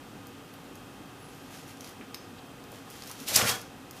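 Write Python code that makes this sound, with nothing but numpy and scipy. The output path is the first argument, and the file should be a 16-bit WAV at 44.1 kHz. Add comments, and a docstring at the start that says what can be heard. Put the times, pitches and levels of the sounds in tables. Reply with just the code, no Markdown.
"""A small carpeted room with a steady ventilation rumble. A kitten paws at a mesh storage cube,
climbs the rim and brings it down. Paws knock softly, claws tick and scuff on the taut weave.
At about 3.3 s the panels slide and fold with a rasp, the wire frame rings,
and kitten and frame thump on the floor."""
import sys
import numpy as np
from scipy import signal
from scipy.fft import rfft, irfft
from scipy.io import wavfile

SR = 44100
rng = np.random.default_rng(int(sys.argv[2]) if len(sys.argv) > 2 else 0)


def wav_out(sig):
    """Save sig, one row per channel (or a flat mono array), as 16-bit PCM at SR to the path in sys.argv[1]."""
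    wavfile.write(sys.argv[1], SR, np.round(np.clip(np.atleast_2d(sig).T, -1, 1) * 32767).astype(np.int16))


N = 176400
T = np.arange(N) / SR


def amp(db):
    """Decibels to gain."""
    return 10 ** (np.asarray(db) / 20)


def unit(x):
    """Scales to an rms of one."""
    return x / np.sqrt(np.mean(abs(x) ** 2) + 1e-20)


def curve_at(points, hz):
    """Reads a curve on a log-frequency axis."""
    f, value = np.transpose(points)
    return np.interp(np.log(hz + 1), np.log(f), value)


def fader(points):
    """Gain that rides (t/s, level/dB) points and is silent outside them."""
    s, db = np.transpose(points)
    return amp(np.interp(T, s, db, left=-150, right=-150))


def add(mix, s, sound):
    """Mixes a sound in at time s."""
    part = mix[round(s * SR):][:len(sound)]
    part += sound[:len(part)]


def eq(x, points, tilt_db=0):
    """Minimum-phase EQ, tilted per octave about 6 kHz."""
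    hz = np.maximum(abs(np.fft.fftfreq(4096, 1 / SR)), 1)
    octaves = np.log2(np.maximum(hz / 6000, 1 / 8))
    log_gain = np.log(amp(curve_at(points, hz) + tilt_db * octaves))
    taps = np.fft.ifft(np.exp(np.conj(signal.hilbert(log_gain)))).real
    return signal.fftconvolve(x, taps[:len(taps) // 2])[:len(x)]


def cut(x, hz, kind):
    """High-, low- or band-pass."""
    return signal.sosfilt(signal.butter(3, hz, kind, fs=SR, output="sos"), x)


def grains(per_s, spread_db):
    """Random tiny slips of uneven size."""
    size = amp(spread_db * np.minimum(rng.exponential(1, N), 4))
    return size * rng.choice([-1, 1], N) * (rng.random(N) < per_s / SR)


def fuzzy_tone(hz, width_hz):
    """A narrow band of noise that follows a pitch."""
    noise = rng.standard_normal(N) + 1j * rng.standard_normal(N)
    carrier = np.exp(2j * np.pi * np.cumsum(hz * np.ones(N)) / SR)
    return unit((cut(noise, width_hz / 2, "low") * carrier).real)


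def ring(drive, modes):
    """Shakes a set of modes; keeps the energy of the drive."""
    out, t = np.zeros(N), T[:SR // 2]
    for hz, db, t60 in modes:
        mode = amp(-60 * t / t60) * np.sin(2 * np.pi * hz * t)
        out += amp(db) * unit(signal.fftconvolve(drive, mode)[:N])
    return unit(out) * np.std(drive)


# spectrum of the moving air: f/Hz, relative level/dB
AIR_EQ = [(15, -52), (25, -37), (44, -9), (71, -19), (101, -4.5), (207, -6.5), (264, -3.5), (326, -7.5),
          (501, -11), (673, -15), (749, -9.5), (952, -15.5), (1210, -14.5), (2370, -23), (2630, -20.5),
          (4040, -26), (15000, -34.5)]
# fan tones: f/Hz, relative level/dB
FAN_TONES = [(274.5, -57.5), (479.1, -64.5), (823.6, -70), (1238, -65.5), (1583, -70.5), (2509, -72),
             (2546, -72.5), (2681, -72), (2923, -80), (3198, -67), (3542, -73.5)]


def ventilation():
    """The bed: a steady rush of air with faint, slightly wavering fan tones."""
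    air_gain = amp(curve_at(AIR_EQ, np.fft.rfftfreq(N, 1 / SR)))
    air = unit(irfft(rfft(rng.standard_normal(N)) * air_gain, N))
    hum, steady_share = np.zeros(N), 0.81
    for hz, db in FAN_TONES:
        tone = unit(np.sin(2 * np.pi * hz * T))
        waver = fuzzy_tone(hz, width_hz=9.4)
        hum += amp(db) * unit(steady_share * tone + (1 - steady_share) * waver)
    return amp(-48) * air + amp(-0.5) * hum


# dull knocks and paw steps: t/s, level/dB, centre f/Hz, decay/s
PAW_KNOCKS = [(.14, -44.5, 193, 0.033), (.7, -43.5, 226, 0.051), (1.001, -45, 237, 0.027),
              (2.001, -43, 258, 0.022), (2.01, -45, 1930, 0.014), (2.145, -46, 328, 0.02),
              (2.72, -43.5, 766, 0.01), (2.875, -46, 1030, 0.0082), (3.1, -47.5, 1270, 0.025),
              (3.208, -40, 227, 0.02), (3.26, -43, 238, 0.0094), (3.312, -38.5, 606, 0.018)]


def paw_knocks():
    """Soft paws knock on carpet and cube, each a damped band of noise."""
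    out, t = np.zeros(N), T[:SR // 3]
    attack_s, band_ratio = 0.0011, 1.46
    for s, db, hz, decay in PAW_KNOCKS:
        body = unit(cut(rng.standard_normal(len(t)), [hz / band_ratio, hz * band_ratio], "band"))
        envelope = np.minimum(t / attack_s, 1) * np.exp(-t / decay)
        add(out, s, amp(db) * body * envelope)
    return out


# snaps of claws and frame: t/s, dry peak level/dB, brightness/(dB per octave)
SNAP_HITS = [(.27, -33.5, 7), (.539, -31, 8), (0.755, -32, 6), (1.68, -34, 6), (1.772, -37, -1),
             (1.8082, -28, 0.5), (1.845, -29, -2), (1.864, -37, -3), (1.8745, -31, 2), (1.893, -31, 3),
             (2.1448, -27, 9), (2.145, -20, -3.5), (2.151, -30, 2), (2.64, -35.5, 5), (2.718, -31.5, 5),
             (2.902, -26, 8), (2.908, -34, 8), (3.0222, -27.5, -4.5), (3.037, -31, -2), (3.074, -27, 7),
             (3.097, -26, 3), (3.114, -22, 4), (3.202, -29, 3), (3.282, -25, 6), (3.286, -13, 10),
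             (3.2944, -21.5, -3), (3.311, -21, -3), (3.3614, -2.5, 0.5), (3.3758, -17, -5),
             (3.6155, -28.5, 5), (3.9104, -24, 4.5)]
# tone of a snap: f/Hz, relative level/dB
SNAP_EQ = [(200, -19), (1000, -17), (2200, -6.5), (3500, -5), (5000, 2.5), (6400, 0.5), (7800, -8.5),
           (11000, -4.5), (15000, -9)]


def snaps():
    """A thread slips off a claw, or the frame flicks: a sharp click with a gritty tail."""
    out, t = np.zeros(N), T[:SR // 20]
    grit_decay_s = 0.0021
    for s, db, brightness in SNAP_HITS:
        grit = 0.2 * rng.standard_normal(len(t)) * np.exp(-t / grit_decay_s)
        crack = eq((t == 0) + grit, SNAP_EQ, brightness)
        add(out, s, amp(db) * crack / abs(crack).max())
    return out


# strokes over the mesh: peak t/s, rise/s, fall/s, level/dB
SCUFF_STROKES = [(1.36, .15, 0.26, -61.5), (1.555, 0.054, 0.083, -51.5), (1.695, 0.027, 0.038, -51.5),
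                 (1.86, 0.056, 0.068, -53), (2.75, 0.034, 0.046, -55.5), (2.95, 0.075, .08, -52),
                 (3.09, 0.085, 0.11, -50), (3.22, 0.049, 0.046, -49), (3.97, 0.034, .04, -53)]
# tone of the brushed weave: f/Hz, relative level/dB
SCUFF_EQ = [(300, -18), (1200, -0.5), (2500, 2), (4000, 0.5), (6000, 0), (8000, -4), (11000, -4),
            (15000, -10.5)]


def scuffs():
    """Paws and fur brush the weave in grainy strokes that swell and fade."""
    power = np.zeros(N)
    for s, rise, fall, db in SCUFF_STROKES:
        width = np.where(T < s, rise, fall)
        power += (amp(db) * np.exp(-((T - s) / width) ** 2)) ** 2
    return np.sqrt(power) * unit(eq(grains(per_s=3500, spread_db=3), SCUFF_EQ))


# pitch and fader ride of the squeak: t/s, f/Hz, level/dB
SQUEAK_PATH = [(1.18, 10000, -73), (1.22, 10500, -64), (1.255, 10100, -63), (1.272, 10600, -73),
               (1.295, 11100, -64), (1.315, 11300, -78), (1.35, 11900, -65), (1.39, 11600, -76),
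               (1.5, 11500, -73)]


def claw_squeak():
    """A claw drawn over the weave gives one thin, high squeak."""
    s, hz, db = np.transpose(SQUEAK_PATH)
    return fuzzy_tone(np.interp(T, s, hz), width_hz=350) * fader(np.transpose([s, db]))


# jerks of mesh over the wire rim: peak t/s, half-width/s, level/dB, centre f/Hz
RIM_SCRAPES = [(2.388, .006, -54, 3470), (3.281, 0.0027, -31.5, 3780), (3.341, 0.0013, -31, 4700),
               (3.359, 0.00073, -20, 5360), (3.3633, 0.003, -18, 6460), (3.364, 0.0029, -17, 13300),
               (3.411, 0.0075, -35.5, 1450), (3.417, 0.0034, -26.5, 2530), (3.47, 0.012, -32.5, 2000)]


def rim_scrapes():
    """The mesh catches on the rim and lets go in brief zips."""
    out, band_ratio = np.zeros(N), 1.35
    for s, width, db, hz in RIM_SCRAPES:
        slips = grains(per_s=14000, spread_db=1.3)
        scrape = unit(cut(slips, [hz / band_ratio, hz * band_ratio], "band"))
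        out += amp(db) * scrape * np.exp(-((T - s) / width) ** 2 / 2)
    return out


# fader ride of the sliding mesh: t/s, relative level/dB
RASP_RIDE = [(3.255, -58), (3.283, -34.5), (3.325, -37.5), (3.351, -26.5), (3.361, -26.5), (3.369, -24.5),
             (3.441, -37.5), (3.497, -27), (3.527, -37.5), (3.64, -63.5)]
# tone of the rasp: f/Hz, relative level/dB
RASP_EQ = [(880, -42), (1500, 1.5), (4090, 0), (4500, 1.5), (4860, -2), (5400, 0), (9450, -4),
           (12700, -4.5), (15000, -8.5)]
# resonances of taut mesh and rim: f/Hz, relative level/dB, t60/s
MESH_MODES = [(4360, -5, .1), (4730, -2, 0.1), (5180, 8, 0.068), (6000, -1, .1), (6780, 2, 0.051),
              (7570, 7, 0.073), (8600, 9, 0.042), (10700, 12, 0.071), (12000, -3, .04), (14100, -3, .06)]


def mesh_rasp():
    """Mesh slides and crinkles over mesh as the cube falls, ringing the taut weave and rim."""
    slips = unit(grains(per_s=14000, spread_db=1.3))
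    crinkles = amp(-7) * unit(grains(per_s=450, spread_db=2.5))
    rasp = unit(cut(eq(slips + crinkles, RASP_EQ), 2280, "high")) * fader(RASP_RIDE)
    return amp(2) * rasp + amp(-11.5) * ring(rasp, MESH_MODES)


# fader ride of the flapping panels: t/s, relative level/dB
FOLD_RIDE = [(3.262, -65), (3.288, -40), (3.322, -40.5), (3.352, -40), (3.362, -28.5), (3.417, -25.5),
             (3.429, -31), (3.488, -28), (3.54, -35), (3.68, -59.5)]
# tone of the panels: f/Hz, relative level/dB
FOLD_EQ = [(150, -37), (250, -16.5), (471, 0.5), (540, -2.5), (624, 0), (685, -1.5), (1460, 2), (3000, -9),
           (3900, -31), (6600, -120)]
# modes of the wire frame: f/Hz, relative level/dB, t60/s
FRAME_MODES = [(472, 6.5, 0.51), (629, 6, 0.12), (766, 7, 0.2), (850, 8, 0.16), (1133, 5, 0.27),
               (1210, 4, 0.16), (1445, -12, 0.22), (1500, 7, 0.11), (1770, 5, 0.083), (2510, -2, 0.13),
               (3310, 13.5, 0.11)]


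def folding_panels():
    """The panels flap as they fold and shake the wire frame into ringing."""
    flaps = eq(grains(per_s=4000, spread_db=2.5), FOLD_EQ)
    fold = unit(cut(flaps, [280, 2690], "band")) * fader(FOLD_RIDE)
    return amp(-6) * fold + amp(-8) * ring(fold, FRAME_MODES)


# soft landings on the carpet: t/s, dry peak level/dB
LANDINGS = [(3.299, -44), (3.319, -40), (3.34, -38), (3.36, -30), (3.387, -30.5), (3.425, -25),
            (3.451, -26.5), (3.491, -35.5), (3.513, -34.5), (3.537, -41)]
# low-end weight of the floor: f/Hz, relative level/dB
FLOOR_EQ = [(30, -25), (50, 0), (65, -15), (112, 3), (140, -8.5), (200, -4), (300, -9), (600, -31),
            (2000, -77)]


def floor_thumps():
    """Kitten and frame land, each hit a soft push and a brief rumble of the floor."""
    out, t = np.zeros(N), T[:SR // 5]
    push_s, rumble_decay_s = 0.00091, 0.015
    for s, db in LANDINGS:
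        push = (1 - t / push_s) * np.exp(-t / push_s)
        rumble = rng.standard_normal(len(t)) * np.exp(-t / rumble_decay_s)
        thump = unit(eq(push, FLOOR_EQ)) + 0.42 * unit(eq(rumble, FLOOR_EQ))
        add(out, s, amp(db) * thump / abs(thump).max())
    return out


# reverb time of the room: f/Hz, t60/s
ROOM_DECAY = [(100, 0.068), (500, 0.39), (2000, 0.21), (6000, 0.43), (15000, 0.095)]
# tone of the wall reflections: f/Hz, level/dB
WALL_EQ = [(200, -2.5), (3000, -3), (6500, 0.5), (9000, -4), (15000, 10)]


def room(x, send_db):
    """Adds the short reverb of a carpeted room: scattered reflections that fade band by band."""
    t = T[:SR // 2]
    density, predelay_s = 0.15, 0.003
    reflections = rng.choice([-1., 1.], len(t)) * (rng.random(len(t)) < density) * (t > predelay_s)
    hz, s, bands = signal.stft(reflections, SR, nperseg=256)
    decay = amp(-60 * s / curve_at(ROOM_DECAY, hz)[:, None])
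    tail = signal.istft(bands * decay, SR)[1]
    response = eq(tail / np.linalg.norm(tail), WALL_EQ)
    return x + amp(send_db) * signal.fftconvolve(x, response)[:N]


def scene():
    """Mono mix: four groups, each with its own reverb send, over the ventilation bed."""
    bed = ventilation()
    paws = room(paw_knocks() + scuffs() + claw_squeak(), send_db=-6)
    ticks = room(snaps(), send_db=-8)
    cube = room(rim_scrapes() + mesh_rasp() + folding_panels(), send_db=-13.5)
    floor = room(floor_thumps(), send_db=-3)
    return (bed + paws + ticks + cube + floor)[None]


def record(dry):
    """A steep high cut at about 15 kHz."""
    high_cut = signal.firwin(601, 15080, window=("kaiser", 8), fs=SR)
    return signal.oaconvolve(dry, high_cut[None], "same")


dry = scene()
out = record(dry)
wav_out(out)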